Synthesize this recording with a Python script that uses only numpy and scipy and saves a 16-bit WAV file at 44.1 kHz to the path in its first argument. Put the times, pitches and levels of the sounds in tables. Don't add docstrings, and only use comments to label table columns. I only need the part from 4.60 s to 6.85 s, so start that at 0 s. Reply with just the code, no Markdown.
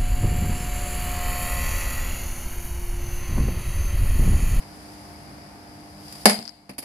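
import sys
import numpy as np
from scipy import signal
from scipy.fft import rfft, irfft, next_fast_len
from scipy.io import wavfile
from scipy.ndimage import uniform_filter1d

SR = 44100
rng = np.random.default_rng(int(sys.argv[2]) if len(sys.argv) > 2 else 0)


def dump_mix(stems):
    frames = np.atleast_2d(stems).T
    limited = np.clip(frames, -1, 1)
    pcm = np.round(limited * 32767).astype(np.int16)
    wavfile.write(sys.argv[1], SR, pcm)


N = 99048
T = np.arange(N) / SR
CUT_S = 1.6556


def from_db(db):
    return 10 ** (np.asarray(db) / 20)


def unit_rms(x):
    return x / np.sqrt(np.mean(x ** 2) + 1e-20)


def fader(points):
    return from_db(np.interp(T, *np.transpose(points)))


def at_hz(points, hz):
    freqs, values = np.transpose(points)
    return np.interp(np.log(np.maximum(hz, 1)), np.log(freqs), values)


def drift(rate):
    knots = rng.standard_normal(256)
    return np.interp(T * rate, np.arange(len(knots)), knots)


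def colour(x, spectrum, keep_power=True):
    size = next_fast_len(N + SR // 10, real=True)
    gain = from_db(at_hz(spectrum, np.arange(size // 2 + 1) * SR / size))
    cepstrum = irfft(np.log(unit_rms(gain) if keep_power else gain), size)
    cepstrum[1:size // 2] *= 2
    cepstrum[size // 2 + 1:] = 0
    return irfft(rfft(x, size) * np.exp(rfft(cepstrum)), size)[..., :N]


def grains(per_s, spread_db):
    sizes = from_db(spread_db * np.minimum(rng.exponential(1, (2, N)), 3))
    signs = rng.choice([-1, 1], (2, N))
    return unit_rms(sizes * signs * (rng.random((2, N)) < per_s / SR))


def burst(start, t60, hold=0):
    return (T >= start) * from_db(-60 * np.clip((T - start - hold) / t60, 0, 4))


def ring(start, hz, t60):
    return burst(start, t60) * np.sin(2 * np.pi * hz * (T - start))


# frequency in Hz, side level against mid in dB.
STEREO_WIDTH = [(60, -15), (170, -8.5), (300, -8), (700, -3), (1500, 2), (4000, -1.5), (12000, 2)]
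def stereo(pair):
    mid, side = pair[0], colour(pair[1], STEREO_WIDTH, keep_power=False)
    return np.array([mid + side, mid - side]) / np.sqrt(2)


# frequency in Hz, rms level in dB.
HUM_PARTIALS = [(100, -59), (150, -57), (200, -55), (248, -77), (300, -52.5), (500, -83), (598, -66.5),
                (699, -57), (798, -61.5), (898, -63.5)]
def mains_hum():
    pitch_wander, waver_db = 0.0034, 2.5
    clock = T + pitch_wander * np.cumsum(drift(3.77)) / SR
    hum = 0
    for hz, db in HUM_PARTIALS:
        peak = np.sqrt(2) * from_db(db + waver_db * drift(16))
        hum += peak * np.sin(2 * np.pi * (hz * clock + rng.random()))
    return hum


# frequency in Hz, relative level in dB.
TOWN_EQ = [(25, -21), (60, 10), (110, 3.5), (250, 3), (450, -2.5), (800, -2.5), (1300, -10), (2000, -12.5),
           (3200, -21.5), (6000, -24), (10000, -33), (14000, -30.5)]
# time in seconds, level in dB.
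TOWN_FADER = [(0, -47), (.7, -46.5), (1.25, -48.5), (1.65, -48.5), (2.25, -49)]
def town_wash():
    return np.sqrt(2) * fader(TOWN_FADER) * colour(stereo(rng.standard_normal((2, N))), TOWN_EQ)


# frequency in Hz, relative level in dB.
CLOTH_EQ = [(300, -3), (1500, -1), (3500, 1.5), (7000, -1), (10000, -5), (14000, -3.5)]
# time in seconds, level in dB.
CLOTH_FADER = [(0, -59), (.3, -55.5), (.6, -59.5), (.95, -63.5), (1.35, -60), (1.52, -50), (1.63, -49.5),
               (1.75, -74), (1.95, -76)]
# start in seconds, level in dB.
CLOTH_SCUFFS = [(1.481, -52), (1.5244, -43), (1.5540, -51)]
def clothes_rustle():
    scuffs = sum(from_db(db) * burst(start, t60=0.027) for start, db in CLOTH_SCUFFS)
    rubbing = colour(stereo(grains(per_s=7000, spread_db=3.5)), CLOTH_EQ)
    return (fader(CLOTH_FADER) + scuffs) * rubbing


# frequency in Hz, gain in dB.
REVERB_EQ = [(100, -9), (200, -7), (320, -3), (700, 3), (1300, -5.5), (2500, -2), (5000, 12), (10000, -8.5),
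             (14000, -7)]
# frequency in Hz, time to fall 60 dB in seconds.
REVERB_T60 = [(150, 0.41), (700, 0.26), (2500, 0.24), (10000, 0.25)]
def yard_reverb(x):
    build_s, return_db = 0.0098, -4.5
    noise = stereo(rng.standard_normal((2, N)))
    far_tail = from_db(-20.5) * burst(0, t60=0.8)
    edges_hz = [20, 350, 1400, 5600, 18000]
    response = 0
    for low, high in zip(edges_hz, edges_hz[1:]):
        band = signal.sosfilt(signal.butter(2, [low, high], "band", fs=SR, output="sos"), noise)
        near_tail = burst(0, t60=at_hz(REVERB_T60, np.sqrt(low * high)))
        response += band * (near_tail + far_tail)
    response = unit_rms(response * (1 - np.exp(-T / build_s))) / np.sqrt(N)
    wet = signal.fftconvolve(x, response, axes=-1)[:, :N]
    return from_db(return_db) * colour(wet, REVERB_EQ, keep_power=False)


def wall_slap(x):
    delay_s, low_cut_hz = 0.040, 900
    delayed = np.roll(x, int(delay_s * SR), axis=-1) + 1e-18
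    low_cut = signal.butter(1, low_cut_hz, "high", fs=SR, output="sos")
    return from_db(-8) * signal.sosfilt(low_cut, delayed)


# start in seconds, level in dB.
CHIP_HITS = [(1.7900, -12.5), (1.827, -15), (1.8539, -15.5), (1.86, -19), (1.8779, -10), (1.8848, -18.5),
             (1.8927, -13.5)]
# frequency in Hz, relative level in dB.
CHIP_EQ = [(300, -15), (1500, 0.5), (3000, -9), (5000, 4.5), (7000, -5), (13000, -22)]
def chips():
    ticks = np.zeros((2, N))
    for start, db in CHIP_HITS:
        click = np.arange(N) == int(start * SR)
        rattle = from_db(-22.5) * burst(start, t60=0.021) * rng.standard_normal((2, N))
        ticks += from_db(db) * (click + rattle)
    pan_left = from_db([[3], [-3]])
    return colour(ticks, CHIP_EQ) * pan_left


# start in seconds, puff level in dB, tone level in dB, pitch in Hz,
# tone's t60 in seconds.
THUD_HITS = [(1.7880, -23.5, -22, 175, 0.063), (2.0947, -28.5, -28, 198, 0.12),
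             (2.1100, -46, -28.5, 255, .1), (2.184, -29, -24, 276, 0.088)]
# frequency in Hz, relative level in dB.
PUFF_EQ = [(50, -19.5), (130, 0.5), (350, 0), (700, -1.5), (1100, -18.5), (2500, -19), (6000, -34.5)]
def thuds():
    envelope = sum(from_db(db) * burst(start, t60=0.14) for start, db, *_ in THUD_HITS)
    puffs = colour(stereo(envelope * rng.standard_normal((2, N))), PUFF_EQ)
    tones = sum(from_db(db) * ring(start, hz, t60) for start, _, db, hz, t60 in THUD_HITS)
    return puffs + tones


# start in seconds, clatter level in dB, grit level in dB, t60 in seconds.
LANDING_HITS = [(2.093, -30, -41.5, 0.076), (2.1812, -29, -23, 0.068), (2.2259, -33, -63, 0.24)]
# frequency in Hz, relative level in dB.
WOOD_EQ = [(100, -10), (300, 5), (900, 5.5), (1400, -5), (2400, 1), (3500, -13.5), (4700, -10.5),
           (7000, -18.5), (13000, -20)]
GRIT_EQ = [(500, -13), (4000, -8.5), (8000, -9), (11000, -2.5), (12500, -4.5), (14500, -4)]
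def piece_landing():
    wood_level = grit_level = 0
    for start, wood_db, grit_db, t60 in LANDING_HITS:
        contact = burst(start, t60, hold=0.0065)
        wood_level += from_db(wood_db) * contact
        grit_level += from_db(grit_db) * contact
    clatter = stereo(wood_level * grains(per_s=2700, spread_db=3))
    crunch = stereo(grit_level * grains(per_s=4900, spread_db=10.5))
    return colour(clatter, WOOD_EQ) + colour(crunch, GRIT_EQ)


# frequency in Hz, relative level in dB, t60 in seconds.
POLE_MODES = [(175, -13, 0.26), (204.4, 1.5, 0.28), (225, -6, 0.4), (385, -11, .2), (419.2, -6.5, .2),
              (547, -4, 0.098), (604, -6.5, 0.22), (654, -9.5, 0.28), (746, -5.5, 0.11), (858, -13.5, 0.2),
              (1466, -11.5, 0.06), (1665, -7.5, .06), (2209, -13, 0.083)]
def pole_ring():
    start = CUT_S + 0.003
    modes = sum((-1) ** k * from_db(db) * ring(start, hz, t60)
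                for k, (hz, db, t60) in enumerate(POLE_MODES))
    return from_db(-3.5) * modes


# frequency in Hz, relative level in dB.
CRACK_EQ = [(60, -16.5), (130, -14.5), (220, 2), (700, 5.5), (1150, -3), (2000, -1), (3200, -11.5),
            (5000, -12.5), (8000, -16), (10500, -12.5), (14000, -21)]
def fibre_crack():
    snaps = from_db(2) * grains(per_s=9000, spread_db=5) * burst(CUT_S, t60=0.016, hold=0.0053)
    splinters = from_db(-3.5) * grains(per_s=770, spread_db=-3.5) * burst(CUT_S, t60=0.2)
    return colour(stereo(snaps + splinters), CRACK_EQ)


def scene():
    crack, landing = fibre_crack(), piece_landing()
    send = crack + from_db(-6) * landing
    echoes = yard_reverb(send) + wall_slap(send)
    action = crack + landing + pole_ring() + thuds() + chips() + clothes_rustle()
    return action + echoes + mains_hum() + town_wash()


# centre in Hz, gain in dB, Q.
MIC_PORTS = [
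    [(4720, 10, 6.45), (5100, 10.5, 4.64), (2200, 4, 5.8), (10100, -2.5, 1.8)],
    [(10310, 13.5, 2.52), (8600, 3, 3.2), (3000, 0.5, 1.5)],
]
def mic_port(x, resonances):
    for hz, db, q in resonances:
        angle, gain = 2 * np.pi * hz / SR, from_db(db / 2)
        width, centre = np.sin(angle) / (2 * q), -2 * np.cos(angle)
        x = signal.lfilter([1 + width * gain, centre, 1 - width * gain],
                           [1 + width / gain, centre, 1 - width / gain], x)
    return x


def gain_control(x):
    threshold_db, attack_s, release_db_per_s = -5.5, 0.004, 1
    power = uniform_filter1d(np.mean(x ** 2, axis=0), size=256)
    over_db = np.maximum(10 * np.log10(np.maximum(power, 1e-12)) - threshold_db, 0)
    release_db = release_db_per_s * T
    duck_db = np.maximum.accumulate(over_db + release_db) - release_db
    lag = np.exp(-1 / (attack_s * SR))
    return x * from_db(-signal.lfilter([1 - lag], [1, -lag], duck_db))


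def record(dry):
    ceiling, top_cut_hz = 0.88, 15100
    coloured = np.array([mic_port(channel, port) for channel, port in zip(dry, MIC_PORTS)])
    clipped = np.clip(gain_control(coloured), -ceiling, ceiling)
    return signal.sosfilt(signal.cheby2(16, 60, top_cut_hz, fs=SR, output="sos"), clipped)


dry = scene()
out = record(dry)
dump_mix(out)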